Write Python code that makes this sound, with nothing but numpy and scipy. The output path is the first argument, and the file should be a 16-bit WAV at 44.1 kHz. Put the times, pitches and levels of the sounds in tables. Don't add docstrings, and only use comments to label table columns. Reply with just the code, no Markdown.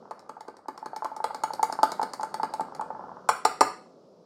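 import sys
import numpy as np
from scipy import signal
from scipy.fft import rfft, irfft
from scipy.io import wavfile
from scipy.ndimage import uniform_filter1d

SR = 44100
rng = np.random.default_rng(int(sys.argv[2]) if len(sys.argv) > 2 else 0)


def unload_audio(sound):
    columns = np.transpose(np.atleast_2d(sound))
    steps = np.round(np.clip(columns, -1, 1) * 32767)
    wavfile.write(sys.argv[1], SR, steps.astype(np.int16))


N = 187425
AGE = np.arange(SR // 2) / SR


def amp(db):
    return 10 ** (np.asarray(db) / 20)


def at_hz(points, hz):
    f, value = np.transpose(points)
    return np.interp(np.log(np.maximum(hz, 1)), np.log(f), value)


def decay(t60):
    return np.exp(-np.log(1000) * AGE / t60)


def low_pass(x, hz, order):
    return signal.sosfilt(signal.butter(order, min(hz, .45 * SR), fs=SR, output="sos"), x)


def band_pass(x, low_hz, high_hz, order):
    edges_hz = [low_hz, min(high_hz, .45 * SR)]
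    return signal.sosfilt(signal.butter(order, edges_hz, "band", fs=SR, output="sos"), x)


def noise(spectrum, count, size):
    colour = amp(at_hz(spectrum, np.fft.rfftfreq(size, 1 / SR)))
    x = irfft(rfft(rng.standard_normal((count, size))) * colour, size)
    return x / x.std()


def modal(modes, count, scatter_db):
    hz, db, t60 = np.transpose(modes)
    rings = np.sin(2 * np.pi * hz[:, None] * AGE) * decay(t60[:, None])
    return amp(db + scatter_db * rng.standard_normal((count, len(hz)))) @ rings


def burst(spectrum, count, t60, rise_s):
    return noise(spectrum, count, len(AGE)) * decay(t60) * (1 - np.exp(-AGE / rise_s))


def play(times, levels_db, sounds):
    loudest = np.sqrt(uniform_filter1d(sounds[:, :2000] ** 2, 130, axis=1).max(axis=1))
    out = np.zeros(N + len(AGE))
    for s, gain, sound in zip(times, amp(levels_db) / loudest, sounds):
        start = int(np.clip(s * SR, 0, N))
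        out[start:start + len(AGE)] += gain * sound
    return out[:N]


def room_tone():
    # frequency in Hz, relative level in dB.
    colour = [(25, -51), (60, -20), (110, -18.5), (170, 0.5), (300, -4.5), (520, 1.5), (750, -10.5),
              (1100, -18.5), (1800, -39), (3000, -36), (5200, -27), (8000, -43.5), (16000, -57)]
    # time in seconds, level in dB.
    ride = [(0, -54), (.65, -65.5), (2, -50), (3.2, -52), (4.25, -55.5)]
    s, level_db = np.transpose(ride)
    return amp(np.interp(np.arange(N) / SR, s, level_db)) * noise(colour, count=1, size=N)[0]


def kitchen(x):
    # frequency in Hz, t60 in seconds.
    tail_t60 = [(150, 0.35), (500, 0.34), (1200, 0.37), (5000, 0.44), (9000, 0.36), (15000, .22)]
    # frequency in Hz, level in dB.
    send = [(100, -1), (400, -4.5), (860, -12.5), (1300, -3.5), (2500, -1.5), (6000, -10.5), (15000, -3.5)]
    hz = np.fft.rfftfreq(len(AGE), 1 / SR)
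    spectrum = rfft(rng.standard_normal(len(AGE))) * amp(at_hz(send, hz))
    centres = np.geomspace(125, 16000, 8)
    response = 0
    for centre, solo in zip(centres, np.eye(len(centres))):
        envelope = decay(at_hz(tail_t60, centre)) * (1 - np.exp(-(AGE / 0.0022) ** 2))
        octave = irfft(spectrum * at_hz(np.c_[centres, solo], hz), len(AGE))
        response = response + octave * envelope / np.linalg.norm(envelope)
    return signal.fftconvolve(x, response)[:N]


def corner(x):
    # pitch in Hz, level against the direct sound in dB, t60 in seconds.
    standing_waves = [(132, -4, 0.44), (277, 1, .35), (364, -13, 0.13), (473, 2.5, 0.17), (751, -1.5, 0.48),
                      (1014, -5, .33), (1140, -11.5, 0.77), (1198, 1, .24), (1300, -22, 0.11),
                      (1475, -10, 0.1), (1678, 2.5, 0.12), (1960, -5, 0.21)]
    out = 0
    for hz, level_db, t60 in standing_waves:
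        r = amp(-60 / (t60 * SR))
        feed = (1 - r * r) / 2 * np.array([1, 0, -1])
        feedback = [1, -2 * r * np.cos(2 * np.pi * hz / SR), r * r]
        out = out + amp(level_db) * signal.lfilter(feed, feedback, x)
    return out


def thud(times, levels_db):
    # frequency in Hz, relative level in dB.
    colour = [(80, -23), (130, -5), (200, -12.5), (320, 4), (450, 2), (650, 4), (1000, 6), (2000, -13)]
    pushes = burst(colour, len(times), t60=0.038, rise_s=0.0016)
    return play(times, levels_db, band_pass(pushes, 160, 1600, order=3))


def glass(times, levels_db, contact_hz, swell_s, bump_db):
    # pitch in Hz, relative level in dB, t60 in seconds.
    mug_modes = [(488.4, -33, 0.13), (723, -13, 0.043), (872, 2.5, 0.064), (1090, -2, 0.015),
                 (1230, -14.5, 0.045), (1281, -6, 0.022), (1460, -29, 0.097), (1909, -32.5, 0.034),
                 (2267, -29.5, 0.033), (2960, -29.5, 0.031), (3307, -33, 0.045), (3915, -37.5, .03)]
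    bump_hz = 905 * np.exp(0.073 * rng.standard_normal((len(times), 1)))
    bump = amp(bump_db) * np.sin(2 * np.pi * bump_hz * AGE) * decay(t60=0.019)
    rings = (bump + modal(mug_modes, len(times), scatter_db=3.5)) * (1 - np.exp(-AGE / swell_s))
    return play(times, levels_db, low_pass(rings, contact_hz, order=4))


def swirl():
    # time in seconds, level of the swish in dB.
    stir = [(0, -58.5), (.6, -61.5), (.9, -58), (1.5, -52), (2.1, -56.5), (2.699, -51), (3.05, -50),
            (3.25, -54.5), (3.4, -67.5), (4.25, -75)]
    # frequency in Hz, relative level in dB.
    colour = [(60, -9), (170, 2), (450, -0.5), (650, 10), (880, 1.5), (1100, 5.5), (1350, 4), (1700, -18.5),
              (2200, -44), (3000, -26.5), (5000, -45.5), (9000, -44), (16000, -65)]
    s, level_db = np.transpose(stir)
    swish = amp(np.interp(np.arange(N) / SR, s, level_db)) * noise(colour, count=1, size=N)[0]
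    slots = np.linspace(0, s[-1], num=120)
    times = slots + rng.uniform(0, slots[1], len(slots))
    skips_db = np.interp(times, s, level_db) + 12 + 3 * rng.standard_normal(len(times))
    return swish + glass(times, skips_db, contact_hz=1680, swell_s=0.00022, bump_db=17)


def knocks(s, ring_db):
    return glass(s, ring_db, contact_hz=1780, swell_s=0.0015, bump_db=9.5) + thud(s, ring_db - 16.5)


def stirring_knocks():
    # start in seconds, glass ring in dB.
    hits = [(0.367, -37.5), (0.827, -31), (0.932, -29.5), (1.022, -25.5), (1.055, -26), (1.116, -32.5),
            (1.202, -27.5), (1.306, -29.5), (1.505, -25.5), (1.594, -23), (1.698, -24.5), (1.789, -22),
            (1.995, -20), (2.196, -27.5), (2.398, -24), (2.596, -21.5), (2.795, -25.5), (2.821, -30.5)]
    return knocks(*np.transpose(hits))


def judder():
    start_s, gap_s, first_db, loss_db = 2.9035, 0.045, -27, 3.5
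    touch = np.arange(7)
    return knocks(start_s + gap_s * touch, first_db - loss_db * touch)


def tick(spectrum, centres_hz, t60, boost_db):
    cracks = burst(spectrum, len(centres_hz), t60, rise_s=0.00009)
    peaks = [band_pass(x, hz - 350, hz + 350, order=1) for x, hz in zip(cracks, centres_hz)]
    return cracks + amp(boost_db) * np.array(peaks)


def soften(ticks, levels_db):
    reference_hz, reference_db, db_per_octave = 11600, -28, 20.5
    top_hz = reference_hz * 2 ** ((levels_db - reference_db) / db_per_octave)
    return np.array([low_pass(x, hz, order=1) for x, hz in zip(ticks, top_hz)])


def wall_contacts(s, ring_db, tick_db, thud_db, centre_hz):
    # frequency in Hz, relative level in dB.
    colour = [(300, -16), (1200, -6), (2200, -1.5), (2750, -29.5), (3800, -6), (4450, 4), (5200, -2),
              (5900, -7.5), (6750, 1), (7600, -3.5), (9000, 0), (10500, -9), (12800, -7.5), (13600, -18),
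              (16000, -13)]
    cracks = tick(colour, centre_hz, t60=0.019, boost_db=2)
    metal = play(s, tick_db, soften(cracks, tick_db))
    rebound_s = s + rng.uniform(0.0018, 0.016, len(s))
    rebound_db = tick_db - 14.5
    rebounds = burst(colour, len(s), t60=0.043, rise_s=0.001)
    skip = play(rebound_s, rebound_db, soften(rebounds, rebound_db))
    ring = glass(s + 0.00031, ring_db, contact_hz=4230, swell_s=0.0015, bump_db=1.5)
    return metal + skip + ring + thud(s, thud_db)


def glances():
    # start in seconds, metal tick in dB, glass ring in dB.
    hits = [(0.1933, -49.5, -59), (0.4073, -47, -39), (0.5679, -52.5, -53), (0.7767, -45.5, -39),
            (0.9624, -39, -30), (1.1645, -43.5, -33), (1.3458, -38.5, -29.5), (1.5349, -34.5, -34),
            (1.7253, -31.5, -33), (1.9185, -32.5, -34), (2.015, -42, -22), (2.1349, -32.5, -50),
            (2.2098, -43.5, -35), (2.342, -34.5, -27.5), (2.5379, -37, -27), (2.7491, -43.5, -39.5)]
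    s, tick_db, ring_db = np.transpose(hits)
    centre_hz = 5340 * 2 ** (0.056 * rng.standard_normal(len(s)))
    return wall_contacts(s, ring_db, tick_db, tick_db + 0.5, centre_hz)


def clinks():
    # start in seconds, glass ring in dB, accented spoon resonance in Hz.
    hits = [(0.1096, -35.5, 4540), (0.293, -37, 4700), (0.4817, -38.5, 4900), (0.6834, -32, 4370),
            (0.8591, -31.5, 4300), (1.0457, -28, 5340), (1.2417, -20.5, 4250), (1.4358, -18.5, 6750),
            (1.629, -15, 6740), (1.831, -10.5, 3600), (2.0294, -21, 4800), (2.231, -23.5, 7200),
            (2.4316, -20.5, 4700), (2.607, -27, 7800), (2.8103, -28, 7900)]
    s, ring_db, centre_hz = np.transpose(hits)
    dull_from_s, dull_db_per_s = 2.18, 6
    tick_db = ring_db - 12.5 - dull_db_per_s * np.maximum(s - dull_from_s, 0)
    thud_db = -29.5 + 0.47 * (ring_db + 27)
    return wall_contacts(s, ring_db, tick_db, thud_db, centre_hz)


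def rim_taps():
    # start in seconds; glass ring, metal tick, thud, spoon ring and foot clatter, all in dB;
    # accented spoon resonance in Hz.
    taps = [(3.2889, -9, -25, -32.5, -26, -25, 7300), (3.4504, -13, -23, -26.5, -28, -20, 8630),
            (3.608, -15, -20, -10.5, -25, -14, 4600)]
    # frequency in Hz, relative level in dB.
    colour = [(200, -24), (1200, 0.5), (2000, 6.5), (2600, 0), (3500, -8), (4500, 4.5), (5100, -2),
              (5600, 6.5), (6650, -15.5), (7300, 8), (8200, -1.5), (9900, -0.5), (10700, -14),
              (14000, -16.5), (16000, -20)]
    # pitch in Hz, relative level in dB, t60 in seconds.
    spoon_modes = [(2240, -5, .09), (4123, -8, .14), (4555, -3, .05), (5480, -1, .13), (5575, -3, .07),
                   (7105, -1, .14), (7260, -2, .05), (7816, -6, .07), (9625, -7, .09), (10970, -16, .07),
                   (13490, -17, .11)]
    # pitch in Hz, relative level in dB, t60 in seconds.
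    foot_modes = [(436, -1.5, 0.062), (744, -0.5, 0.078), (1038, -7.5, 0.083), (1221, 6.5, 0.024),
                  (1402, 0.5, 0.022), (1730, -4, 0.016)]
    s, ring_db, tick_db, thud_db, spoon_db, foot_db, centre_hz = np.transpose(taps)
    metal = play(s, tick_db, tick(colour, centre_hz, t60=0.038, boost_db=-4))
    spoon = play(s, spoon_db, modal(spoon_modes, len(s), scatter_db=2.5))
    clatter = modal(foot_modes, len(s), scatter_db=0.5) * (1 - np.exp(-AGE / 0.0014))
    foot = play(s + 0.00052, foot_db, clatter)
    ring = glass(s + 0.002227, ring_db, contact_hz=3470, swell_s=0.00075, bump_db=1)
    return metal + spoon + foot + ring + thud(s, thud_db)


def scene():
    stirring = clinks() + glances() + stirring_knocks() + swirl()
    mug = stirring + judder() + rim_taps()
    return mug + corner(mug) + kitchen(mug) + room_tone()


def record(dry):
    ceiling, low_cut_hz, high_cut_hz = 0.85, 85, 15900
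    rounded = dry / (1 + (dry / ceiling) ** 6) ** (1 / 6)
    thin = signal.sosfilt(signal.butter(2, low_cut_hz, "high", fs=SR, output="sos"), rounded)
    return signal.sosfilt(signal.ellip(10, .1, 80, high_cut_hz, fs=SR, output="sos"), thin)


dry = scene()
out = record(dry)
unload_audio(out)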